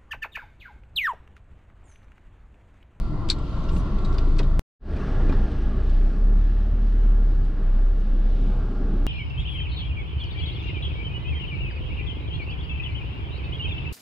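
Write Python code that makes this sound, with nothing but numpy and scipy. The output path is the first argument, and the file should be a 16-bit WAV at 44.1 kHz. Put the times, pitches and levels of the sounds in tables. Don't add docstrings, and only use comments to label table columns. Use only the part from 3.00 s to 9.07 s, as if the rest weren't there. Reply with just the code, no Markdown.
import sys
import numpy as np
from scipy import signal
from scipy.fft import rfft, irfft, next_fast_len
from scipy.io import wavfile
from scipy.ndimage import uniform_filter1d

SR = 44100
rng = np.random.default_rng(int(sys.argv[2]) if len(sys.argv) > 2 else 0)


def attenuation_scalar(level_db):
    decades = np.asarray(level_db, float) / 20
    return 10 ** decades


def put_to_file(sound):
    columns = np.atleast_2d(sound).T
    safe = np.clip(columns, -1, 1)
    whole_steps = np.round(safe * 32767)
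    wavfile.write(sys.argv[1], SR, whole_steps.astype(np.int16))


N = 267554
TIME = np.arange(N) / SR
SIZE = next_fast_len(N)
FREQ = np.maximum(np.fft.rfftfreq(SIZE, 1 / SR), 1)
CUT_S, FADE_S = 1.59425, (1.795, 2.0)


def curve(rows):
    s, *columns = np.transpose(rows)
    return [np.interp(TIME, s, c) for c in columns]


def colour(points, hz):
    at, db = np.transpose(points)
    return np.interp(np.log(hz), np.log(at), db)


def unit(x):
    return x / np.sqrt(np.mean(x ** 2))


def walk(rate):
    k = int(SR / rate)
    steps = np.repeat(rng.standard_normal(N // k + 1), k)
    slewed = uniform_filter1d(uniform_filter1d(steps, k), k)
    return unit(slewed[:N])


def bell(s, half_s):
    return np.exp(-((TIME - s) / half_s) ** 2)


def swells(rows):
    return sum(height * bell(s, half_s) for s, height, half_s in rows)


def hump(hz, spread):
    return [(hz / 8, -80), (hz / spread ** 4, -30), (hz / spread, 0),
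            (hz * spread, 0), (hz * spread ** 4, -30), (hz * 8, -100)]


def burst(shape, t60, rise_s):
    t = np.arange(8192) / SR
    hz = np.maximum(np.fft.rfftfreq(len(t), 1 / SR), 1)
    noise = irfft(attenuation_scalar(colour(shape, hz)) * rfft(rng.standard_normal((2, len(t)))))
    decay = 0.51 * attenuation_scalar(-60 * t / t60) + 0.76 * attenuation_scalar(-200 * t / t60)
    return unit(noise) * (1 - np.exp(-t / rise_s)) ** 2 * decay


def add(out, s, x):
    i = int(s * SR)
    out[:, i:i + x.shape[1]] += x[:, :N - i]


# t/s, firing rate f/Hz, boom level/dB, load level/dB of the upper multiples
ENGINE = [
    [(0.0, 24.87, -35, -39), (0.2, 25.5, -34, -37.5), (0.36, 25.38, -26.5, -37.5), (0.5, 22.55, -28.5, -29),
     (0.75, 23.98, -24.5, -26), (0.9, 25.5, -23.5, -35), (1.1, 26.93, -22, -29.5), (1.25, 27.33, -19, -30),
     (1.38, 27.53, -16.5, -36), (1.48, 27.87, -17, -29.5), (1.58, 28.63, -16.5, -27.5)],
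    [(1.9, 27.01, -19.5, -29), (2.27, 27.27, -15.5, -36.5), (2.45, 27.33, -22, -29),
     (2.65, 27.63, -22, -27.5), (2.8, 28.92, -23, -25.5), (2.96, 30.89, -15, -32), (3.3, 35.29, -14.5, -31),
     (3.6, 36.95, -20, -29.5), (3.85, 36.9, -18.5, -36.5), (4.1, 36.45, -14.5, -38),
     (4.35, 33.82, -18, -37.5), (4.62, 29.89, -16, -34.5), (4.9, 32.81, -15, -42),
     (5.15, 31.95, -17, -40.5), (5.45, 33.49, -18.5, -44), (5.85, 31.64, -18, -36), (6.06, 31.08, -20, -40)],
]
# t/s, level/dB, half length/s
SLACK = [(.15, 3, .05), (.52, -11, 0.059), (2.04, -13.5, 0.117), (2.36, -6, .045), (2.5, -15.5, 0.057),
         (1.9, -4, .08), (3.14, -9.5, 0.061), (4.56, -7, 0.076), (5.01, -5, 0.0806), (5.74, -7, 0.15)]


def engine(rows, rough_db, wobble_hz, half_db, flutter_db, crest, lead):
    hz, boom_db, load_db = curve(rows)
    third_db = load_db - 5.5 - 2 * np.maximum(hz - 27.6, 0)
    levels = [boom_db + swells(SLACK), load_db + flutter_db * walk(7.9), third_db + flutter_db * walk(7.6)]
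    turn = 2 * np.pi * np.cumsum(hz + wobble_hz * walk(9)) / SR
    turn -= turn[crest] + lead
    tones = 0
    for k, db in enumerate(levels):
        rough = k * (rough_db * walk(18) - 1.0)
        tones = tones + attenuation_scalar(db + rough) * np.cos((k + 1) * turn + 1.44 * k)
    half_orders = np.cos(turn / 2) + 0.21 * np.cos(3 * turn / 2)
    halves = attenuation_scalar(levels[0] + half_db + 3.0 * walk(4.5)) * half_orders
    return np.sqrt(2) * (tones + halves)


# f/Hz, level/dB per Hz
THUMP = [(40, -13.5), (150, -5), (350, -5.5), (700, -18.5), (1500, -26), (4000, -43.5), (16000, -97.5)]
# t/s, peak level/dB, t60/s, panel f/Hz
THUMPS = [(0.558, -27.5, 0.12, 195.3), (0.73, -25, 0.113, 148), (0.76, -20, 0.091, 175),
          (0.855, -26, 0.074, 137), (1.394, -14, 0.11, 290), (1.409, -19, .08, 520),
          (1.439, -20.5, 0.085, 143), (2.069, -25.5, 0.19, 174), (2.199, -19.5, 0.14, 380),
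          (2.456, -32, 0.079, 250), (2.292, -14, 0.066, 520), (2.321, -12.5, 0.11, 267)]


def wheels():
    out = np.zeros((2, N))
    for s, db, t60, hz in THUMPS:
        thud = burst(THUMP, t60, rise_s=0.0027)
        panel = burst(hump(hz, 0.9), 1.17 * t60, rise_s=0.0066)
        knock = thud + 0.55 * panel
        add(out, s, attenuation_scalar(db - 4.5) * knock[[0, 0]])
    return out


# f/Hz, level/dB per Hz
TRIM = [(710, -55.5), (1200, -19.5), (2160, -19.5), (2340, -15.5), (3250, -15.5), (3600, -3.5), (4120, -3),
        (4810, -5.5), (6030, -17), (8040, -14), (11300, -34.5), (13200, -39.5), (14000, -57)]
# f/Hz, level/dB per Hz
TAP = [(880, -33.5), (1500, -1), (1790, -8.5), (2510, -2.5), (2810, -7), (3540, -1.5), (4650, -7),
       (5060, -7.5), (14000, -40)]
# t/s, peak level/dB, ring f/Hz, snap share [0-1]
TICKS = [(0.2871, -25, 3500, 0.2), (0.2997, -15.5, 4600, 0.92), (0.3106, -24.5, 4260, 0.2),
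         (0.385, -45, 3140, 0.2), (0.6371, -44, 2850, 0.1), (0.6885, -35, 3800, 0),
         (0.7632, -40.5, 2980, 0.1), (0.7993, -45.5, 3410, 0.4), (0.985, -41, 3560, 0.1),
         (1.048, -34.5, 3840, 0.2), (1.1248, -42, 4640, 0.3), (1.142, -39.5, 2930, 0.2),
         (1.1808, -32, 4840, 0), (1.3649, -43.5, 2950, 0.1), (1.3842, -33, 4790, .3),
         (1.3892, -24.5, 4200, 0.1), (1.4299, -39, 3880, 0), (1.9624, -45.5, 2800, 0.3),
         (2.291, -38, 3260, 0), (2.322, -40, 2880, 0.04), (2.5146, -44, 3830, 0.1),
         (2.894, -46.5, 2870, 0.28), (4.4488, -51.5, 3580, 0.62), (5.0002, -53, 6190, 0.3),
         (2.01, -45.5, 2700, 0), (2.62, -51, 3500, 0.2), (4.31, -58.5, 4980, .5), (4.35, -58.5, 5000, .5),
         (4.75, -55.5, 5000, 0.6)]


def trim():
    out = np.zeros((2, N))
    t60 = 0.0737
    for s, db, hz, snap in TICKS:
        share = 0.06 - 0.054 * snap
        bright = burst(TRIM, t60, rise_s=0.0004)
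        dull = burst(TAP, t60, rise_s=0.002)
        crack = np.sqrt(snap) * bright + np.sqrt(1 - snap) * dull
        narrow = burst(hump(hz, 0.95), 1.3 * t60, rise_s=0.00093)
        mid, side = np.sqrt(1 - share) * crack + np.sqrt(share) * narrow
        wide = s < CUT_S
        left = mid + .25 * wide * side
        right = np.roll(mid, -1 * wide) - .25 * wide * side
        add(out, s, attenuation_scalar(db - 5.0) * np.array([left, right]))
    return out


def rustle():
    slide = [(3500, -30.5), (5500, -0.5), (7800, 0.0), (10500, -15.5), (15000, -48)]  # f/Hz, level/dB per Hz
    fine = attenuation_scalar(colour(slide, FREQ)) + 1.3 * attenuation_scalar(colour(hump(7750, 1.3), FREQ))
    hiss = unit(irfft(fine * rfft(rng.standard_normal((2, SIZE))), SIZE)[:, :N])
    return hiss * attenuation_scalar(-63.5 + 3.3 * walk(60)) * np.exp(-((TIME - .76) / .055) ** 4)


def ring(rows, rise_s, split, head):
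    t = np.arange(8192) / SR
    hz, db, t60 = np.transpose(rows)[:, :, None]
    twin, lag = rng.uniform(-1, 1, (len(rows), 2)).T[:, :, None]
    turn = 2 * np.pi * hz * t + np.array([lag, -lag]) * 0.45
    detune = 1 + split * (np.sign(twin) + twin / 2)
    tones = attenuation_scalar(db - 60 * t / t60) * (np.sin(turn) + 0.32 * np.sin(turn * detune))
    return tones.sum(axis=1) * (1 - np.exp(-t / rise_s)) ** 2 * (1 + head * attenuation_scalar(-60 * t / 0.018))


# f/Hz, level/dB, t60/s
SNAP = [(2356.4, -16, .07), (3092, -21, .07), (3412, -12, .075), (3716, -7.5, .075), (3995, -2, 0.0683),
        (4269, -6, 0.088), (4368, -3, 0.066), (4430, -6.5, 0.066), (4610, -1.5, 0.056), (5300, -17, .07),
        (5560, -17.5, .04), (7300, -19.5, 0.0813), (7700, -17.5, 0.0547), (8610, -23, .05)]
# t/s, f/Hz, peak
# level/dB, t60/s
RINGS = [(0.288, 3000, -42, .04), (0.288, 7000, -44.5, .035), (0.385, 7700, -57, .04),
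         (0.638, 6180, -54, 0.037), (0.686, 5082, -47.5, .04), (0.687, 2827, -43, 0.061),
         (0.690, 3817, -46, 0.076), (0.763, 2770, -45.5, .04), (0.766, 3900, -51.5, .04),
         (0.797, 5880, -52, 0.055), (0.985, 3500, -45, 0.035), (1.047, 3850, -41, .08),
         (1.049, 2697, -47.5, .03), (1.049, 7670, -61, .08), (1.128, 5700, -51.5, .04),
         (1.182, 4780, -34, 0.031), (1.183, 4300, -42, 0.051), (1.183, 3602, -47, .06),
         (1.183, 2891, -45, .05), (1.183, 2494, -45, 0.055), (1.366, 4470, -55, 0.038),
         (1.390, 2520, -34, 0.056), (1.390, 3306, -40, 0.056), (1.390, 3630, -41, 0.052),
         (1.390, 4060, -41.5, 0.044), (1.390, 4530, -37, 0.036), (1.390, 2030, -43, 0.054),
         (1.430, 3705, -45, .05), (1.430, 3090, -44.5, .04), (1.430, 7330, -63, 0.054),
         (1.965, 2440, -41, .04), (1.965, 7140, -62, .04), (2.01, 2676, -45, .04),
         (2.295, 2424, -39, 0.064), (2.895, 7200, -68.5, .04), (4.449, 7200, -62, .04),
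         (0.72, 7600, -57, .06), (0.733, 7800, -57, .06), (0.747, 7800, -57, .06), (2.326, 920, -36, .06),
         (2.328, 1410, -40, .05), (2.33, 5300, -51.5, .05), (0.3032, 4600, -30.5, .03),
         (0.311, 4300, -29, .05), (0.318, 3780, -36, 0.056), (1.394, 975, -41.5, .09),
         (1.390, 1450, -42, .05), (4.997, 6210, -62, .03), (5.132, 5400, -61, .04)]


def rings():
    out = np.zeros((2, N))
    add(out, 0.2997, attenuation_scalar(-20) * ring(SNAP, rise_s=0.0006, split=0.013, head=1.6))
    for s, *mode in RINGS:
        tone = ring([mode], rise_s=0.00093, split=0.016, head=.3)
        add(out, s, tone if s < CUT_S else tone[[0, 0]])
    return out


# f/Hz, left minus right level/dB
PORTS = [(1000, 1), (2400, 6), (4000, 4.5), (4800, 3.5), (5600, -3), (8000, -4), (11000, 1)]


def ports(x):
    tilt = attenuation_scalar(colour(PORTS, FREQ) * np.array([[.5], [-.5]]))
    tilted = irfft(rfft(x, SIZE) * tilt, SIZE)[:, :N]
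    return np.where(TIME < CUT_S, tilted, x)


# t/s, f/Hz, rms level/dB, half length/s
HUMS = [(0.121, 150.2, -34, .06), (0.763, 175.3, -31.5, 0.058), (0.946, 200, -35, 0.051),
        (1.1, 298, -45.5, 0.2), (1.377, 300, -40, 0.054), (2.72, 84.1, -32, .07), (.65, 49, -33, .14),
        (1.25, 265, -40, .08), (2.5, 280, -41, .08), (1.97, 72, -33, .07), (.42, 30, -31, .06),
        (1.42, 190, -36, .04), (1.45, 135, -30.5, 0.032), (2.07, 160, -35, .04), (2.324, 266, -34.5, 0.033),
        (2.717, 55.83, -30, 0.122), (2.917, 203.8, -39.5, 0.032), (3.197, 199, -38.5, 0.06),
        (4.455, 128, -39.5, .05), (4.7, 60.5, -34, 0.082), (5.24, 199.8, -44, 0.055),
        (5.55, 131.7, -35, 0.043), (5.896, 57.92, -32, 0.055), (5.92, 198.1, -38.5, 0.074),
        (5.95, 97.6, -37.5, 0.069)]


def hums():
    waver = np.cumsum(1 + .02 * walk(20)) / SR
    return sum(np.sqrt(2) * attenuation_scalar(db) * bell(s, half_s) * np.sin(2 * np.pi * hz * waver)
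               for s, hz, db, half_s in HUMS)


# t/s, level/dB
ROAD = [
    [(0.0, -46), (0.14, -45), (0.5, -44), (0.8, -42), (1.24, -41.5), (1.45, -44.5)],
    [(1.99, -42.5), (2.17, -41.5), (2.6, -44), (3.24, -48), (4.4, -49.5), (5.1, -49), (5.5, -46),
     (6.04, -45.5)],
]
# f/Hz, level/dB per Hz
BODY = [
    [(7.1, -31), (12, -2.5), (32, -2), (48, -5), (92, -11.5), (153, -11.5), (245, -21.5), (313, -19),
     (450, -30), (580, -61), (990, -120)],
    [(7.1, -32), (12, -1), (32, -1), (48, -7.5), (63, -6.5), (86, -14), (118, -21), (211, -23.5),
     (381, -29), (450, -34.5), (580, -63), (990, -120)],
]
# f/Hz, level/dB per Hz
CABIN = [
    [(240, -29), (400, -3), (445, -2), (640, -4), (816, -9), (1060, -3.5), (1170, -9.5), (1370, -9),
     (1690, -19), (3190, -16), (4670, -19), (5190, -26), (7700, -36.5), (15000, -59.5)],
    [(240, -30), (400, 3.5), (534, -8.5), (602, -5.5), (854, -14.5), (935, -15.5), (1120, -11),
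     (1540, -17.5), (1660, -18), (2060, -22.5), (2870, -22), (4810, -30.5), (8430, -46), (15000, -65)],
]
# f/Hz, width/Hz, level/dB
PANELS = [
    [(25.5, 4.4, 7.5), (165, 18, -5.5), (296, 21, 1.5), (643, 43, 4.5), (1135, 140, 6), (1364, 40, 11)],
    [(78.5, 10, 6), (203, 11, 4.5), (340, 32, -1), (827.8, 100, 6), (1010, 100, -2), (1392, 40, 6),
     (1649.6, 100, 6), (6030, 210, 1.5), (6730, 200, -8.5)],
]
# f/Hz, side minus mid level/dB
WIDTH = [
    [(60, -14), (110, -26), (200, -29.5), (380, -16), (700, -11.5), (1290, -11), (2380, -2), (4400, -4.5),
     (8120, 4), (15000, 1)],
    [(60, -21.5), (110, -43.5), (200, -49), (380, -35.5), (700, -19.5), (1290, -17), (2380, -12),
     (4400, -8.5), (8120, -6.5), (15000, -5.5)],
]
# t/s, side level/dB
WIDEN = [
    (1.9, -29),
    (4.5, -16.5),
    (4.7, -4.5),
    (5.2, -2.5),
    (6.07, 2),
]
# t/s, level/dB, half length/s
JOLTS = [
    (.05, 2.5, 0.092),
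    (2.39, 7, 0.08),
]
# t/s, level/dB, half length/s
GUSTS = [(.02, 3, 0.065), (.56, 4, 0.22), (.8, 0.5, 0.082), (2.9, 1.5, 0.22), (3.9, 0, 0.11),
         (4.8, 1.5, .1), (5.4, 0, 0.13), (6.0, -2, 0.28)]
# t/s, level/dB, half length/s, centre f/Hz
PATCHES = [(1.199, -4, .1, 150.2), (1.252, 4, .15, 267.5), (2.222, -4, .1, 169.6),
           (2.499, -2, 0.064, 109.6), (4.95, -5, .15, 199), (5.75, -2.5, 0.16, 2995),
           (3.199, -2, 0.14, 2614), (0.077, 6, .08, 35.82), (0.349, 3.5, .15, 860), (0.955, -3, .1, 100.7),
           (1.38, -8.5, 0.26, 24.06), (1.446, 3.5, 0.053, 131.2), (2.301, 5.5, 0.11, 90),
           (2.65, 1, .1, 85.13), (2.3, 3, 0.17, 1396), (4, -7.5, 1.0, 22.01), (4.849, -1, .1, 3304),
           (5.201, 0, 0.2, 2003), (5.849, -6.5, .05, 110), (0.742, 4, .03, 7750), (1.069, 3.5, .04, 7780),
           (0.152, 4, .15, 901), (0.199, -1, .15, 280), (0.681, 5, .1, 50.8), (0.751, 5, .1, 179),
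           (1.249, -4, 0.066, 197), (1.904, -1.5, .08, 400), (1.951, 5.5, .1, 70.6), (2.018, -3, .1, 190),
           (2.026, 6.5, 0.027, 1400), (2.2, 0.5, .05, 383), (2.499, 1, .12, 74.6), (3.696, -4.5, .6, 52.2),
           (3.151, 2.5, 0.083, 200.2), (3.451, -3.5, .1, 480), (3.898, 2.5, .1, 4950),
           (4.401, 1.5, .1, 128), (4.65, 2, .1, 2150), (4.701, -2, .15, 363), (5.152, -5, .1, 139),
           (5.301, 2.5, 0.28, 604), (5.351, -4, 0.17, 1609), (5.4, 4, .16, 3200), (5.55, 1, .08, 139.6),
           (5.7, -2.5, .1, 552.4), (5.949, 1.5, .1, 198.6)]
HEAVE_DB = [-29.5, -33.5]
RUMBLE_DB, HISS_DB, TREAD_DB = [11, 12], [-15, -13], [-18.5, -12.5]
HEAVE_TOP_HZ, TREAD_HZ, PATCH_OCTAVES = 46.7, 1660.6, 0.45


def cabin(k, widen_db):
    db = np.where(FREQ < 450, colour(BODY[k], FREQ), colour(CABIN[k], FREQ))
    db += sum(g / (1 + (2 * (FREQ - f) / w) ** 2) for f, w, g in PANELS[k])
    mid = attenuation_scalar(db) * rfft(rng.standard_normal(SIZE))
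    side = attenuation_scalar(db + colour(WIDTH[k], FREQ)) * rfft(rng.standard_normal(SIZE))
    spectra = np.array([mid, side])

    roar_db = curve(ROAD[k])[0]
    rumble_db = roar_db + RUMBLE_DB[k]
    hiss_db = roar_db + HISS_DB[k] + swells(GUSTS)
    whine_fade = 1 / (1 + np.exp((5.38 - TIME) / 0.035))
    tread_db = roar_db + TREAD_DB[k] - 5 * whine_fade
    layers = [(8, HEAVE_TOP_HZ, HEAVE_DB[k] + swells(JOLTS)), (HEAVE_TOP_HZ, 100, rumble_db - 0.5),
              (100, 450, rumble_db), (450, TREAD_HZ, roar_db),
              (TREAD_HZ, 2100, tread_db), (2100, 16000, hiss_db)]

    bells = np.array([swells([row[:3]]) for row in PATCHES])
    patch_hz = np.transpose(PATCHES)[3]
    out = np.zeros((2, N))
    for low, high, level_db in layers:
        count = int(np.ceil(3 * np.log2(high / low)))
        edges = np.geomspace(low, high, count + 1)
        shared, total = 0.66 * walk(11), 0
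        for a, b in zip(edges[:-1], edges[1:]):
            band = irfft(spectra * ((FREQ >= a) & (FREQ < b)), SIZE)[:, :N]
            near = np.exp(-(np.log2(np.sqrt(a * b) / patch_hz) / PATCH_OCTAVES) ** 2)
            flicker = (1.3 if b < 500 else .8) * walk(6)
            total = total + attenuation_scalar(near @ bells + shared + flicker) * band
        out += attenuation_scalar(level_db) * total / np.sqrt(np.mean(total[0] ** 2))
    mid, side = out[0], attenuation_scalar(widen_db) * out[1]
    return np.array([mid + side, mid - side])


def scene():
    first = engine(ENGINE[0], 0.8, 0.37, -25.5, flutter_db=0.5, crest=int(CUT_S * SR), lead=0.33)
    first = first * (TIME < CUT_S) + cabin(0, 0)
    first *= attenuation_scalar(np.array([[.45], [-.45]]))
    first[0] = np.roll(first[0], 1)
    second = engine(ENGINE[1], 0.66, .2, -31.5, flutter_db=1.5, crest=N - 1, lead=2.564)
    second = second + cabin(1, curve(WIDEN)[0])
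    drives = np.where(TIME < FADE_S[0], first, second)
    return drives + ports(trim() + rustle() + rings()) + wheels() + hums()


# t/s, ceiling shift f/Hz, half length/s
CEILING_SHIFTS = [(.23, -2500, .04), (.9, -2500, .07), (1.23, -2500, .05), (1.53, -2500, .04), (.5, 1500, .1),
                  (2.3, 2200, .3), (2.75, 1800, .12), (3.04, 3500, .07), (3.48, 2800, .08), (3.9, 2600, .06),
                  (4.3, 3200, .17), (4.6, 2500, .12), (5.4, 3000, .12),
                  (2.015, 4000, .016), (2.09, 4000, .008), (2.165, 4000, .01), (2.375, 4000, .022),
            (2.43, 4000, .01), (2.535, 4000, .01), (2.61, 4000, .008), (2.645, 4000, .01),
            (2.725, 4000, .01), (2.825, 4000, .014), (2.92, 2500, .07), (3.11, 2500, .035)]


def treble_ceiling(x):
    spectrum = rfft(x, SIZE)
    first = TIME < CUT_S
    ceiling_hz = np.where(first, 13600, 10300) + swells(CEILING_SHIFTS)
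    ceiling_hz = ceiling_hz + np.where(first, 1200, 800) * walk(45)
    for low_hz in np.arange(10500, 16000, 500):
        band = irfft(spectrum * ((FREQ >= low_hz) & (FREQ < low_hz + 500)), SIZE)[:, :N]
        faint = uniform_filter1d(band[0] ** 2, 512) < attenuation_scalar(-84) ** 2
        x = x - .8 * band * uniform_filter1d(1. * faint * (low_hz > ceiling_hz), 256)
    return x


def top_cut(x):
    return signal.sosfilt(signal.butter(12, 15710, fs=SR, output="sos"), x)


def record(dry):
    dry = treble_ceiling(dry)
    fade = np.clip((TIME - FADE_S[0]) / (FADE_S[1] - FADE_S[0]), 0, 1)
    after = np.clip(1 - (TIME - CUT_S) / .026, 0, 1) ** .5 * (TIME >= CUT_S)
    smear = attenuation_scalar(-60.5) * unit(signal.lfilter([1], [1, -.9], rng.standard_normal((2, N))))
    gain = np.where(TIME < CUT_S, 1, attenuation_scalar(-22.5) * after + np.sin(np.pi / 2 * fade) ** 1.6)
    return top_cut(dry * gain + smear * after)


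dry = scene()
out = record(dry)
put_to_file(out)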